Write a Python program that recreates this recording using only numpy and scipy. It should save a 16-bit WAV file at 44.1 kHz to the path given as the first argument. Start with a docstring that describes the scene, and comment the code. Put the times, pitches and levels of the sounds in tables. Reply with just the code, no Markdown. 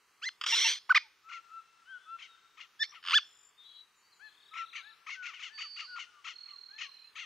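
"""Rainforest birds and frogs

A near bird yelps (rough harmonic voice), clicks (ringing noise bursts) and rasps (irregular pulses, air, squeal).
Further off to the left another bird repeats a hoarse chack: three yelps run together.
Around them: arched whistles of few partials, fluttering (phase-modulated) buzzes, frog trills (trains of
falling notes) and faint gliding slurs, with echoes, over filtered-noise hiss of leaves and insects.
Two narrow gaps sweep slowly up and down through the treble; the top is cut."""
import sys
import numpy as np
from scipy import signal
from scipy.fft import rfft, irfft, next_fast_len
from scipy.io import wavfile
from scipy.ndimage import uniform_filter1d

SR = 44100
rng = np.random.default_rng(int(sys.argv[2]) if len(sys.argv) > 2 else 0)


def materialize(psi):
    """Save the field psi as 16-bit PCM at rate SR to the path in sys.argv[1].

    A 1-D psi becomes a single channel; in a 2-D psi each row is a channel.
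    """
    bounded = np.clip(np.atleast_2d(psi).T, -1, 1)
    quanta = np.round(bounded * 32767).astype(np.int16)
    wavfile.write(sys.argv[1], SR, quanta)


N = 319989

# forest hiss spectrum: (frequency [Hz], relative level [dB])
HISS_SPECTRUM = [(15, -57), (25, -20), (193, -15.5), (246, -17), (421, -9.5), (597, -17.5), (1240, -2),
                 (1410, -6), (1850, -6.5), (3000, -9.5), (3620, -9.5), (4610, -12.5), (5140, -13),
                 (6720, -16.5), (15500, -28)]
HISS_DB, HISS_WIDTH = -69, .35  # width: noise independent per side, relative to the common noise

# faint distant slurs: (start [s], length [s], first pitch [Hz], last pitch [Hz], level [dB])
SLURS = [(1.02, 0.068, 960, 820, -67), (1.842, .13, 2850, 3500, -64.5), (1.958, .2, 3420, 3520, -71.5),
         (2.263, 0.11, 3850, 3630, -64), (3.947, 0.081, 7340, 6650, -73.5), (4.0, 0.13, 4390, 4760, -73.5),
         (4.115, 0.034, 4480, 3820, -64.5), (4.125, .08, 7420, 6650, -75.5),
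         (4.231, 0.092, 4270, 3960, -62), (4.388, 0.12, 4320, 4500, -68), (5.34, 0.071, 3060, 2110, -56),
         (6.998, .11, 2340, 2840, -68)]

# frog trills: (start [s], length [s], starting note rate [1/s], first pitch [Hz], last pitch [Hz],
# fall within a note [Hz], sharpness of a note's swell [power], level [dB], loudest point [share of length],
# fade towards the farther end [dB], left-right [dB])
TRILLS = [(2.89, .028, 75, 5730, 5670, 498, 4.7, -53, 0.46, 0, 4),
          (3.244, 0.26, 51, 7110, 7200, 199, 2.2, -60.5, 0.78, 8, 11),
          (4.247, 0.71, 35.1, 3526, 3883, 1000, 1.1, -57, 0.68, 7, 6.5),
          (6.326, .79, 40.3, 4280, 4106, 425, 3.7, -47.5, 0.12, 7, -8)]
TRILL_SLOWING = .05  # share of its rate lost by the end

# buzzing whistles: (start [s], length [s], pitch [Hz], flutter rate [Hz], final flutter depth [rad],
# level before fade [dB], left-right [dB])
BUZZES = [(3.567, 0.27, 3647, 310, 1.07, -45.5, 7.5), (3.617, .25, 3914, 42.4, 1.6, -52.5, 7),
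          (5.51, 0.49, 4582, 328, 1.1, -47, -6.5)]

# whistling birds, one table each: (start [s], length [s], top pitch [Hz], crest [share of length], level [dB])
HOOTS = [(1.231, .17, 1370, .66, -42.5), (1.48, 0.13, 1342, 0.66, -43), (2.052, 0.116, 1356, 0.808, -40.5),
         (4.504, 0.15, 1353, 0.64, -37)]
FALLING_WHISTLES = [(1.854, .13, 1568, 0.35, -50.5), (5.135, .13, 1537, 0.21, -49),
                    (5.859, .14, 1495, 0.21, -49), (6.089, .13, 1245, 0.16, -67.5),
                    (6.471, .091, 1213, 0.19, -65.5), (6.83, 0.071, 1170, .3, -66)]
RISING_WHISTLES = [(4.193, 0.1, 1740, 0.5, -51), (4.813, 0.11, 1760, 0.76, -53.5),
                   (5.48, .11, 1773, 0.48, -56), (6.68, 0.16, 1785, 0.71, -57)]
# their partials: (multiple of the pitch, level [dB])
HOOT_PARTIALS = [(1, -3.5), (2, -23), (3, -34)]
FALLING_PARTIALS = [(1, 4), (2, -19), (3, -39.5)]
RISING_PARTIALS = [(.5, -23.5), (1, -3), (1.5, -17.5), (2, -19.5), (2.5, -22)]

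# near bird's yelps, one arch of pitch each: (start [s], length [s], foot [Hz], top [Hz], crest [share of length],
# level [dB], attack [s], release [s], overtones at the crest [dB], overtones on the flanks [dB],
# roughness at the top [0-1])
YELPS = [ (0.212, 0.082, 960, 2092, 0.84, -34.5, 0.043, 0.0046, -5, 7, 0.1),
         (.89, 0.041, 700, 1528, 0.48, -16.5, 0.024, 0.021, -27.5, -7, 0.04),
         (.945, 0.039, 762, 1240, 0.43, -20, 0.0052, 0.0076, 8.5, 21, 0.3),
         (2.789, 0.047, 1642, 1799, .78, -22.5, 0.065, 0.0061, 1, 1, 0),
         (3.124, 0.07, 853, 1760, .6, -20, .021, 0.023, 6.5, 5.5, 0.09)]
# the three yelps of a chack: columns as above; start and level relative to the chack's,
# start and length before its stretch
CHACK_PARTS = [ (-.005, .038, 879.6, 1338, .55, -1.64, 0.013, 0.0035, 3, 9.6, 0.036),
               (.028, .025, 952.5, 1474, 0.518, 1.8, 0.0058, .006, 9.6, 12, 0.12),
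               (.048, .058, 1036, 1420, .13, -2.1, 0.004, 0.043, 2.8, 5, .3)]
# chacks: (start [s], level [dB], time stretch [ratio], beak resonance [Hz])
CHACKS = [(1.289, -48.5, 1.014, 2300), (2.189, -53, 0.91, 3232), (2.571, -52.5, 0.93, 3240),
          (2.919, -54.5, 0.85, 3200), (4.537, -47, 1.02, 2250), (4.727, -46, 0.93, 2280),
          (5.066, -45, 1.036, 2200), (5.226, -46, 0.95, 2400), (5.312, -51, 0.85, 2970),
          (5.393, -46, 1.05, 3100), (5.579, -45.5, 1, 2960), (5.761, -45, 1.01, 2880),
          (5.961, -45, 0.92, 2914), (6.245, -45, 0.93, 3180), (6.455, -63.5, 1.06, 3320),
          (6.781, -44.5, 0.9, 2920), (7.156, -44.5, 1.02, 3300)]
FULL_CHACK_DB = -44
DULLING_DB_PER_OCTAVE = .45  # slope lost per dB below a full chack
CHACK_AIR_DB = -15

SWELL_POWER, RELEASE_POWER = 1.7, 1.67  # curvature of a yelp's attack and release
FLANK_SHARE = .44  # share of the arch's height over which the flank overtones come in
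FLANK_ROUGHNESS_PER_OCTAVE = .33  # gained below the top
# register break on the rise: place [share of the rise], half width [s], changes per octave from foot to top
BREAK_AT, BREAK_S = .6, .0027
BREAK_DIP_DB, BREAK_ROUGHNESS, BREAK_OVERTONES_DB = 4, .62, 2.5
# one yelp ends by cracking into a hoarse scrap
CRACK_AT_S, CRACK_S, CRACK_HZ, CRACK_DB, CRACK_FADE_DB = 2.832, .025, 2120, -34, 14.5

# runs of throat clicks: (start [s], spacing [s], clicks [count], first level [dB], last level [dB])
CLICK_RUNS = [(.412, .0255, 3, -29.5, -25), (3.027, .0115, 9, -49, -23)]

# effort of the rasp: (time [s], level before RASP_GAIN_DB [dB])
RASP_EFFORT = [(0.46, -39.5), (0.466, -34), (0.484, -33.5), (0.528, -29), (0.648, -28), (0.666, -25),
               (0.72, -32), (0.79, -51.5)]
RASP_GAIN_DB = 1.5
RASP_PULSE_HZ, RASP_SWING_HZ, RASP_SWING_S = 463.5, 58, .107  # mean pulse rate, swing, swing period
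# clear tones within the rasp: (start [s], length [s], mid-tone pitch [Hz], level [dB])
LOCKS = [(0.521, 0.028, 914.7, -26), (0.643, 0.034, 906, -27.5)]
# their harmonics: (multiple of the pitch, relative level [dB])
LOCK_HARMONICS = [(1, -12), (2, -10.5), (3, 0), (4, -7), (6, -3)]

# throat colours: (frequency [Hz], relative level [dB])
FAR_THROAT = [(600, -35), (900, 3.5), (1250, 8.5), (1600, -1.5), (2100, 6), (2900, 2.5), (3700, -5.5),
              (4500, -6), (5300, -8), (6400, -2), (7600, -17), (10000, -57)]
NEAR_THROAT = [(400, -21.5), (800, -10.5), (1300, -4), (2400, -9), (3500, -8), (4100, -7), (4800, -4.5),
               (5500, -4), (6800, -9), (8500, -22.5), (11000, -25), (15000, -30.5)]
CLICK_THROAT = [(400, -38.5), (750, -28.5), (1150, 4.5), (1900, -0.5), (2400, -4), (2900, 8.5), (3450, 4),
                (4000, -10.5), (4800, -1.5), (6500, -16), (9000, -29), (15000, -43)]
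RASP_THROAT = [(150, -82), (250, -64), (457, -45.5), (837, -33), (1180, -22), (1360, -19), (2160, -13.5),
               (2660, -17.5), (3270, -6.5), (4620, -13.5), (5990, -9.5), (6760, -21.5), (12400, -42.5),
               (14200, -43.5), (15500, -95)]

# leaves ringing on around the near bird: (frequency [Hz], width [Hz], level [dB])
LEAF_RINGS = [(2200, 30, -15), (3500, 20, -16), (4170, 16, -1), (4850, 22, -4)]
CUTOFF_HZ = 15700


def from_db(db):
    """Decibels to gain."""
    return 10 ** (np.asarray(db) / 20)


def rms_one(x):
    """Scale to unit power."""
    return x / np.sqrt(np.mean(x ** 2) + 1e-20)


def gain_at(spectrum, hz):
    """Gain of a spectrum table at any frequency, interpolated over log frequency."""
    table_hz, table_db = np.transpose(spectrum)
    return from_db(np.interp(np.log(np.maximum(hz, 1)), np.log(table_hz), table_db))


def colour(x, spectrum):
    """Filter by a spectrum table; unit power."""
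    length = x.shape[-1]
    size = next_fast_len(length)
    gain = gain_at(spectrum, np.fft.rfftfreq(size, 1 / SR))
    return rms_one(irfft(rfft(x, size) * gain, size)[..., :length])


def wobble(count, rate_hz):
    """Smooth random motion of spread 1: noise through a double-pole low-pass."""
    pole = np.exp(-2 * np.pi * rate_hz / SR)
    settle = SR // 10
    noise = rng.standard_normal(count + settle)
    return rms_one(signal.lfilter([1], [1, -2 * pole, pole * pole], noise)[settle:])


def progress(length_s):
    """Ramp from 0 to 1 along a note."""
    return np.linspace(0, 1, int(length_s * SR))


def phase_of(hz):
    """Running phase [rad] of a pitch curve."""
    return 2 * np.pi * np.cumsum(hz) / SR


def add(track, start_s, sound, pan_db=0):
    """Mix a mono sound into a stereo track; positive pan is left."""
    at = max(round(start_s * SR), 0)
    part = sound[:max(N - at, 0)]
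    sides = from_db(np.array([[pan_db], [-pan_db]]) / 2)
    track[:, at:at + len(part)] += part * sides / sides.mean()


def background():
    """Soft noise hiss of foliage, with a thin band of distant insects."""
    hiss_noise = rng.standard_normal(N) + HISS_WIDTH * rng.standard_normal((2, N))
    hiss = colour(hiss_noise, HISS_SPECTRUM)
    insect_band = [(5000, -58), (5750, -12), (5900, -5.5), (6050, -22.0), (6900, -70.0)]
    insects = colour(rng.standard_normal((2, N)), insect_band)
    hiss_db = HISS_DB + .5 * wobble(N, 3.4)
    return hiss * from_db(hiss_db) + insects * from_db([[-83], [-88]])


def slurs():
    """Thin sine notes gliding from one pitch to another, deep in the forest."""
    out = np.zeros((2, N))
    for start_s, length_s, first_hz, last_hz, level_db in SLURS:
        u = progress(length_s)
        hz = first_hz * (last_hz / first_hz) ** u
        wave = np.sin(phase_of(hz * (1 + .0028 * wobble(len(u), 80))))
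        swell = np.sin(np.pi * u)
        add(out, start_s, np.sqrt(2) * from_db(level_db) * swell * wave, pan_db=4.5)
    return out


def trills():
    """Frogs: fast trains of short notes, each falling in pitch; a train swells, fades and slows a little."""
    out = np.zeros((2, N))
    for (start_s, length_s, rate_hz, first_hz, last_hz, fall_hz, sharpness,
         level_db, crest, fade_db, pan_db) in TRILLS:
        along = progress(length_s)
        u = np.cumsum(rate_hz * (1 - TRILL_SLOWING * along)) / SR % 1  # place within a note
        hz = first_hz + (last_hz - first_hz) * along
        wave = np.sin(phase_of(hz + fall_hz * (.3 - u ** 2) + 25 * wobble(len(u), 150)))
        note = wave * np.abs(np.sin(np.pi * u)) ** sharpness
        from_crest = np.abs(along - crest) / max(crest, 1 - crest)
        swell = from_db(level_db - fade_db * from_crest) * signal.windows.tukey(len(u), .08)
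        add(out, start_s, np.sqrt(2) * swell * note, pan_db)
    return out


def buzzes():
    """Held whistles whose phase-modulating flutter deepens as they fade."""
    out = np.zeros((2, N))
    for start_s, length_s, hz, flutter_hz, depth_rad, level_db, pan_db in BUZZES:
        u = progress(length_s)
        flutter = phase_of(flutter_hz * (1 + .085 * wobble(len(u), 40)))
        carrier = phase_of(hz * (1 + .005 * wobble(len(u), 30)))
        wave = np.sin(carrier + depth_rad * u * np.sin(flutter))
        swell = signal.windows.tukey(len(u), .35) * from_db(-8 * u + .94 * wobble(len(u), 40))
        add(out, start_s, np.sqrt(2) * from_db(level_db) * swell * wave, pan_db)
    return out


def arch(u, first_hz, top_hz, last_hz, crest, bend):
    """Pitch along a note (u from 0 to 1): it rises, rounds off at the crest and falls away."""
    crest = np.clip(crest, .05, .95)
    rise = np.sin(np.pi / 2 * np.minimum(u / crest, 1))
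    fall = (np.maximum(u - crest, 0) / (1 - crest)) ** bend
    return first_hz + (top_hz - first_hz) * rise - (top_hz - last_hz) * fall


def whistler(notes, partials, first, last, bend, lateness, pan_db):
    """Nearly pure arched notes that swell and stop short; first and last are shares of the top pitch."""
    out = np.zeros((2, N))
    for start_s, length_s, top_hz, crest, level_db in notes:
        u = progress(length_s)
        hz = arch(u, first * top_hz, top_hz, last * top_hz, crest, bend)
        phase = phase_of(hz * (1 + .0015 * wobble(len(u), 65)))
        # multiples held to whole or half harmonics
        wave = sum(from_db(db) * np.sin(round(2 * k) / 2 * phase) for k, db in partials)
        swell = np.abs(np.sin(np.pi * u ** lateness)) ** .46
        add(out, start_s, np.sqrt(2) * from_db(level_db) * swell * wave, pan_db)
    return out


def whistles():
    """Three birds on the left: one hoots on an almost level pitch, one slides down, one swoops up."""
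    hoots = whistler(HOOTS, HOOT_PARTIALS, first=.92, last=.98, bend=1.54, lateness=2.42, pan_db=5.3)
    falling = whistler(FALLING_WHISTLES, FALLING_PARTIALS,
                       first=.87, last=.91, bend=1.25, lateness=2.36, pan_db=7)
    rising = whistler(RISING_WHISTLES, RISING_PARTIALS,
                      first=.79, last=.94, bend=3.3, lateness=1.26, pan_db=13.5)
    return hoots + falling + rising


def syrinx(controls, throat, jitter, flutter_hz, doubling, slope_db, air_db, count=20):
    """A harmonic voice; roughness shakes its pitch and doubles its period, which brings in half harmonics."""
    hz, level_db, overtone_db, rough = controls
    size = len(hz)
    hz = uniform_filter1d(hz, SR // 300) * (1 + jitter * rough ** 2 * wobble(size, flutter_hz))
    k = np.arange(2, count + 2)[:, None] / 2  # harmonic number, in halves from 1
    weight = gain_at(throat, k * hz) * (k * hz < SR / 2)
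    weight = weight * np.where(k % 1, doubling * rough, 1)
    tilt_db = slope_db * np.log2(np.maximum(k / 2, 1))
    weight = weight * from_db(np.minimum(2 * (k - 1), 1) * overtone_db + tilt_db)
    weight = weight / np.sqrt(np.sum(weight ** 2, axis=0) / 2)
    # the higher a harmonic, the more its phase frays
    fray = np.clip(.43 * (k - 1.5), 0, 1.5) * np.array([wobble(size, 170) for _ in k])
    phase = k * phase_of(hz) + fray + rng.uniform(0, 2 * np.pi, k.shape)
    wave = np.sum(weight * np.sin(phase), axis=0)
    air = colour(rng.standard_normal(size), throat) * from_db(air_db) * np.sqrt(np.abs(rough))
    shake = 1 + .31 * rough * wobble(size, 250)
    return (wave + air) * from_db(level_db) * shake * signal.windows.tukey(size, .06)


def yelp(length_s, foot_hz, top_hz, crest, level_db, attack_s, release_s, crest_db, flank_db, rough, bend):
    """Pitch, level, overtones and roughness of a yelp: rougher down the flanks, with a register break."""
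    u = progress(length_s)
    hz = arch(u, foot_hz, top_hz, foot_hz, crest, bend)
    slack = (top_hz - hz) / (top_hz - foot_hz)
    edges = np.minimum([u * length_s / attack_s, (1 - u) * length_s / release_s], 1)
    opening, closing = np.sin(np.pi / 2 * edges)
    swell_db = 20 * np.log10(opening ** SWELL_POWER * closing ** RELEASE_POWER + 1e-6)
    # for a moment on the way up the voice dips, roughens and brightens; wide leaps break most
    breaking = np.exp(-((u - BREAK_AT * crest) * length_s / BREAK_S) ** 2) * np.log2(top_hz / foot_hz)
    overtone_db = crest_db + (flank_db - crest_db) * np.minimum(slack / FLANK_SHARE, 1)
    flank_roughness = FLANK_ROUGHNESS_PER_OCTAVE * np.log2(top_hz / hz)
    return (hz,
            level_db + swell_db - BREAK_DIP_DB * breaking,
            overtone_db + BREAK_OVERTONES_DB * breaking,
            rough + flank_roughness + BREAK_ROUGHNESS * breaking)


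def chacks():
    """A clean rise, a rough break and a hoarse falling tail, varied each time; the open beak rings along."""
    out = np.zeros((2, N))
    for start_s, level_db, stretch, beak_hz in CHACKS:
        slope_db = -4.5 + DULLING_DB_PER_OCTAVE * (level_db - FULL_CHACK_DB)  # softer is duller
        for after_s, length_s, *note in CHACK_PARTS:
            hz, shape_db, overtone_db, rough = yelp(length_s * stretch, *note, bend=1.3)
            chance = rng.standard_normal(4)
            controls = (hz * (1 + .046 * chance[0]), shape_db + 1.5 * chance[1],
                        overtone_db + 6.3 * chance[2], rough)
            call = syrinx(controls, FAR_THROAT, jitter=.13, flutter_hz=273, doubling=3.27,
                          slope_db=slope_db, air_db=CHACK_AIR_DB)
            call = call + .96 * signal.lfilter(*signal.iirpeak(beak_hz, 6, fs=SR), call)
            part_s = start_s + after_s * stretch + .0012 * chance[3]
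            add(out, part_s, from_db(level_db) * call, pan_db=6.0)
    return out


def clicks():
    """Runs of noise bursts that each ring for a few milliseconds in the throat."""
    out = np.zeros((2, N))
    t = np.arange(SR // 40) / SR
    snap = np.minimum(t / .001, 1) * (.8 * np.exp(-t / .0053) + .18 * np.exp(-t / .019))
    for start_s, spacing_s, count, first_db, last_db in CLICK_RUNS:
        # gain grows as the square of a straight ramp
        strengths = np.linspace(from_db(first_db / 2), from_db(last_db / 2), round(count)) ** 2
        for i, strength in enumerate(strengths):
            burst = colour(rng.standard_normal(len(t)), CLICK_THROAT)
            add(out, start_s + i * spacing_s, strength * burst * snap)
    return out


def crack():
    """Pitch, level, overtones and roughness of a voice that has broken: wholly rough and fading fast."""
    u = progress(CRACK_S)
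    return np.full_like(u, CRACK_HZ), CRACK_DB - CRACK_FADE_DB * u, np.zeros_like(u), np.ones_like(u)


def yelps():
    """Arched notes of the near bird's syrinx, and the crack that ends one of them."""
    out = np.zeros((2, N))
    calls = [(start_s, yelp(*note, bend=2.3)) for start_s, *note in YELPS]
    for start_s, controls in calls + [(CRACK_AT_S, crack())]:
        voice = syrinx(controls, NEAR_THROAT, jitter=.064, flutter_hz=295.7, doubling=.46,
                       slope_db=-17.5, air_db=-21.0)
        add(out, start_s, voice)
    return out


def near_bird():
    """Yelps and clicks, thinned by a high-pass."""
    high_pass = signal.butter(4, 740, "high", fs=SR, output="sos")
    return signal.sosfilt(high_pass, yelps() + clicks())


def lock_tones(out):
    """Clear harmonic tones mixed in where the two sides of the syrinx lock; the rasp beneath dips."""
    for start_s, length_s, mid_hz, level_db in LOCKS:
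        u = progress(length_s)
        gate = signal.windows.tukey(len(u), .3)
        at = round(start_s * SR)
        phase = phase_of(mid_hz * (1 + .03 * (2 * u - 1) ** 2 + .011 * wobble(len(u), 300)))
        tone = rms_one(sum(from_db(db) * np.sin(round(k) * phase) for k, db in LOCK_HARMONICS))
        out[:, at:at + len(u)] *= 1 - .3 * gate
        add(out, start_s, tone * from_db(level_db) * gate)


def rasp():
    """One side of the syrinx gives irregular pulses, the other a warbling squeal; twice a clear tone joins."""
    out = np.zeros((2, N))
    times_s, levels_db = np.transpose(RASP_EFFORT)
    t = np.arange(times_s[0], times_s[-1], 1 / SR)
    level_db = np.interp(t, times_s, levels_db)
    n = np.arange(len(t))
    hz = RASP_PULSE_HZ + RASP_SWING_HZ * np.cos(2 * np.pi * n / SR / RASP_SWING_S)
    phase = phase_of(hz * (1 + .2 * wobble(len(n), 350)))
    pulses = np.diff(phase // (2 * np.pi), prepend=0) * from_db(1.2 * rng.standard_normal(len(n)))
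    air = rng.standard_normal(len(n)) * (1 + np.cos(phase))
    throb = np.sin(phase_of(135 * (1 + .16 * wobble(len(n), 40))))
    warble = phase_of(1090 * (1 + .083 * throb + .035 * wobble(len(n), 300)))
    squeal = sum(np.sin(k * warble) for k in range(2, 7))
    source = rms_one(pulses) + .71 * rms_one(air) + .59 * rms_one(squeal)
    # a ground reflection whose delay wanders as the head moves makes shifting bands
    delay_samples = SR / (1100 * (1 + .15 * wobble(len(n), 16)))
    source = source + .6 * np.interp(n - delay_samples, n, source)
    # a low growl comes through whenever the pulse rate sags
    sagging = uniform_filter1d((np.gradient(hz) < 0) * 1.0, SR // 80)
    growl = from_db(-30.5) * sagging * np.sin(phase_of(hz * (1.06 + .11 * wobble(len(n), 120))))
    voice = colour(source * (1 + .07 * throb), RASP_THROAT) + growl
    effort = from_db(RASP_GAIN_DB + level_db) * signal.windows.tukey(len(n), .02)
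    add(out, times_s[0], voice * effort)
    lock_tones(out)
    return out


def close_by(x, lag_s, twist_hz, twist_width_hz, twist_rad, pan_db):
    """Leaves ring along with the near bird; the right side lags the left, most of all in one band."""
    rung = x
    for ring_hz, width_hz, db in LEAF_RINGS:
        resonator = signal.iirpeak(ring_hz, ring_hz / width_hz, fs=SR)
        rung = rung + from_db(db) * signal.lfilter(*resonator, x + 1e-18)
    size = next_fast_len(N)
    hz = np.fft.rfftfreq(size, 1 / SR)
    lag_rad = 2 * np.pi * hz * lag_s + twist_rad * np.exp(-((hz - twist_hz) / twist_width_hz) ** 2)
    right = irfft(rfft(rung[1], size) * np.exp(-1j * lag_rad), size)[:N]
    return np.array([rung[0] * from_db(pan_db / 2), right * from_db(-pan_db / 2)])


def forest(x, leaves_db, leaves_t60_s, trunks_db, trunks_t60_s):
    """Nearby leaves scatter a quick cloud of echoes; distant trunks return a tail; both decaying noise."""
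    t = np.arange(int(1.5 * SR)) / SR
    spectrum = [(400, -11.0), (1200, -5.0), (5500, 11.5), (9000, -3.5), (15000, -16.5)]
    echoes = 0
    for level_db, t60_s in ((leaves_db, leaves_t60_s), (trunks_db, trunks_t60_s)):
        scatter = rng.standard_normal(len(t)) + .5 * rng.standard_normal((2, len(t)))
        cloud = colour(scatter, spectrum) * from_db(-60 * t / t60_s) * (t > .003)
        echoes = echoes + from_db(level_db) * cloud / np.sqrt(np.sum(cloud ** 2) / 2)
    return x + signal.fftconvolve(x, echoes, axes=1)[:, :N]


def scene():
    """The near bird is almost dry; the rest is wrapped in the forest, whistles and slurs ringing longest."""
    clear = forest(whistles() + slurs(), leaves_db=-27.5, leaves_t60_s=.9, trunks_db=-7.5, trunks_t60_s=2.3)
    frogs = forest(trills(), leaves_db=-12.5, leaves_t60_s=.18, trunks_db=-32.0, trunks_t60_s=.58)
    buzzing = forest(buzzes(), leaves_db=-18, leaves_t60_s=.15, trunks_db=-25, trunks_t60_s=.9)
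    hoarse = forest(chacks(), leaves_db=-7.5, leaves_t60_s=.12, trunks_db=-19.5, trunks_t60_s=1.5)
    bird = close_by(near_bird() + rasp(), lag_s=.000018, twist_hz=3750, twist_width_hz=330,
                    twist_rad=1.15, pan_db=-.7)
    near = forest(bird, leaves_db=-22, leaves_t60_s=.24, trunks_db=-38, trunks_t60_s=.9)
    return background() + clear + frogs + buzzing + hoarse + near


def sweeping_gaps(x, low_hz, high_hz, top_s, period_s, apart_hz, width, depth_db, size=512):
    """Two narrow gaps glide up and down the treble side by side; width is a share of their centre."""
    overlap = size - size // 4
    hz, s, frames = signal.stft(x, SR, nperseg=size, noverlap=overlap)
    centre_hz = low_hz * (high_hz / low_hz) ** (np.cos(np.pi * (s - top_s) / period_s) ** 2)
    distance = (np.abs(hz[:, None] - centre_hz) - apart_hz / 2) / (width * centre_hz)
    gain = from_db(depth_db * np.exp(-distance ** 2))
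    return signal.istft(frames * gain, SR, nperseg=size, noverlap=overlap)[1][:, :N]


def record(dry):
    """The treble hollows out in a slow sweep, and the top is cut."""
    swept = sweeping_gaps(dry, low_hz=4356, high_hz=12400, top_s=1.946, period_s=4.03,
                          apart_hz=1782, width=.043, depth_db=-20)
    low_pass = signal.ellip(12, .1, 80, CUTOFF_HZ, fs=SR, output="sos")
    return signal.sosfilt(low_pass, swept)


dry = scene()
out = record(dry)
materialize(out)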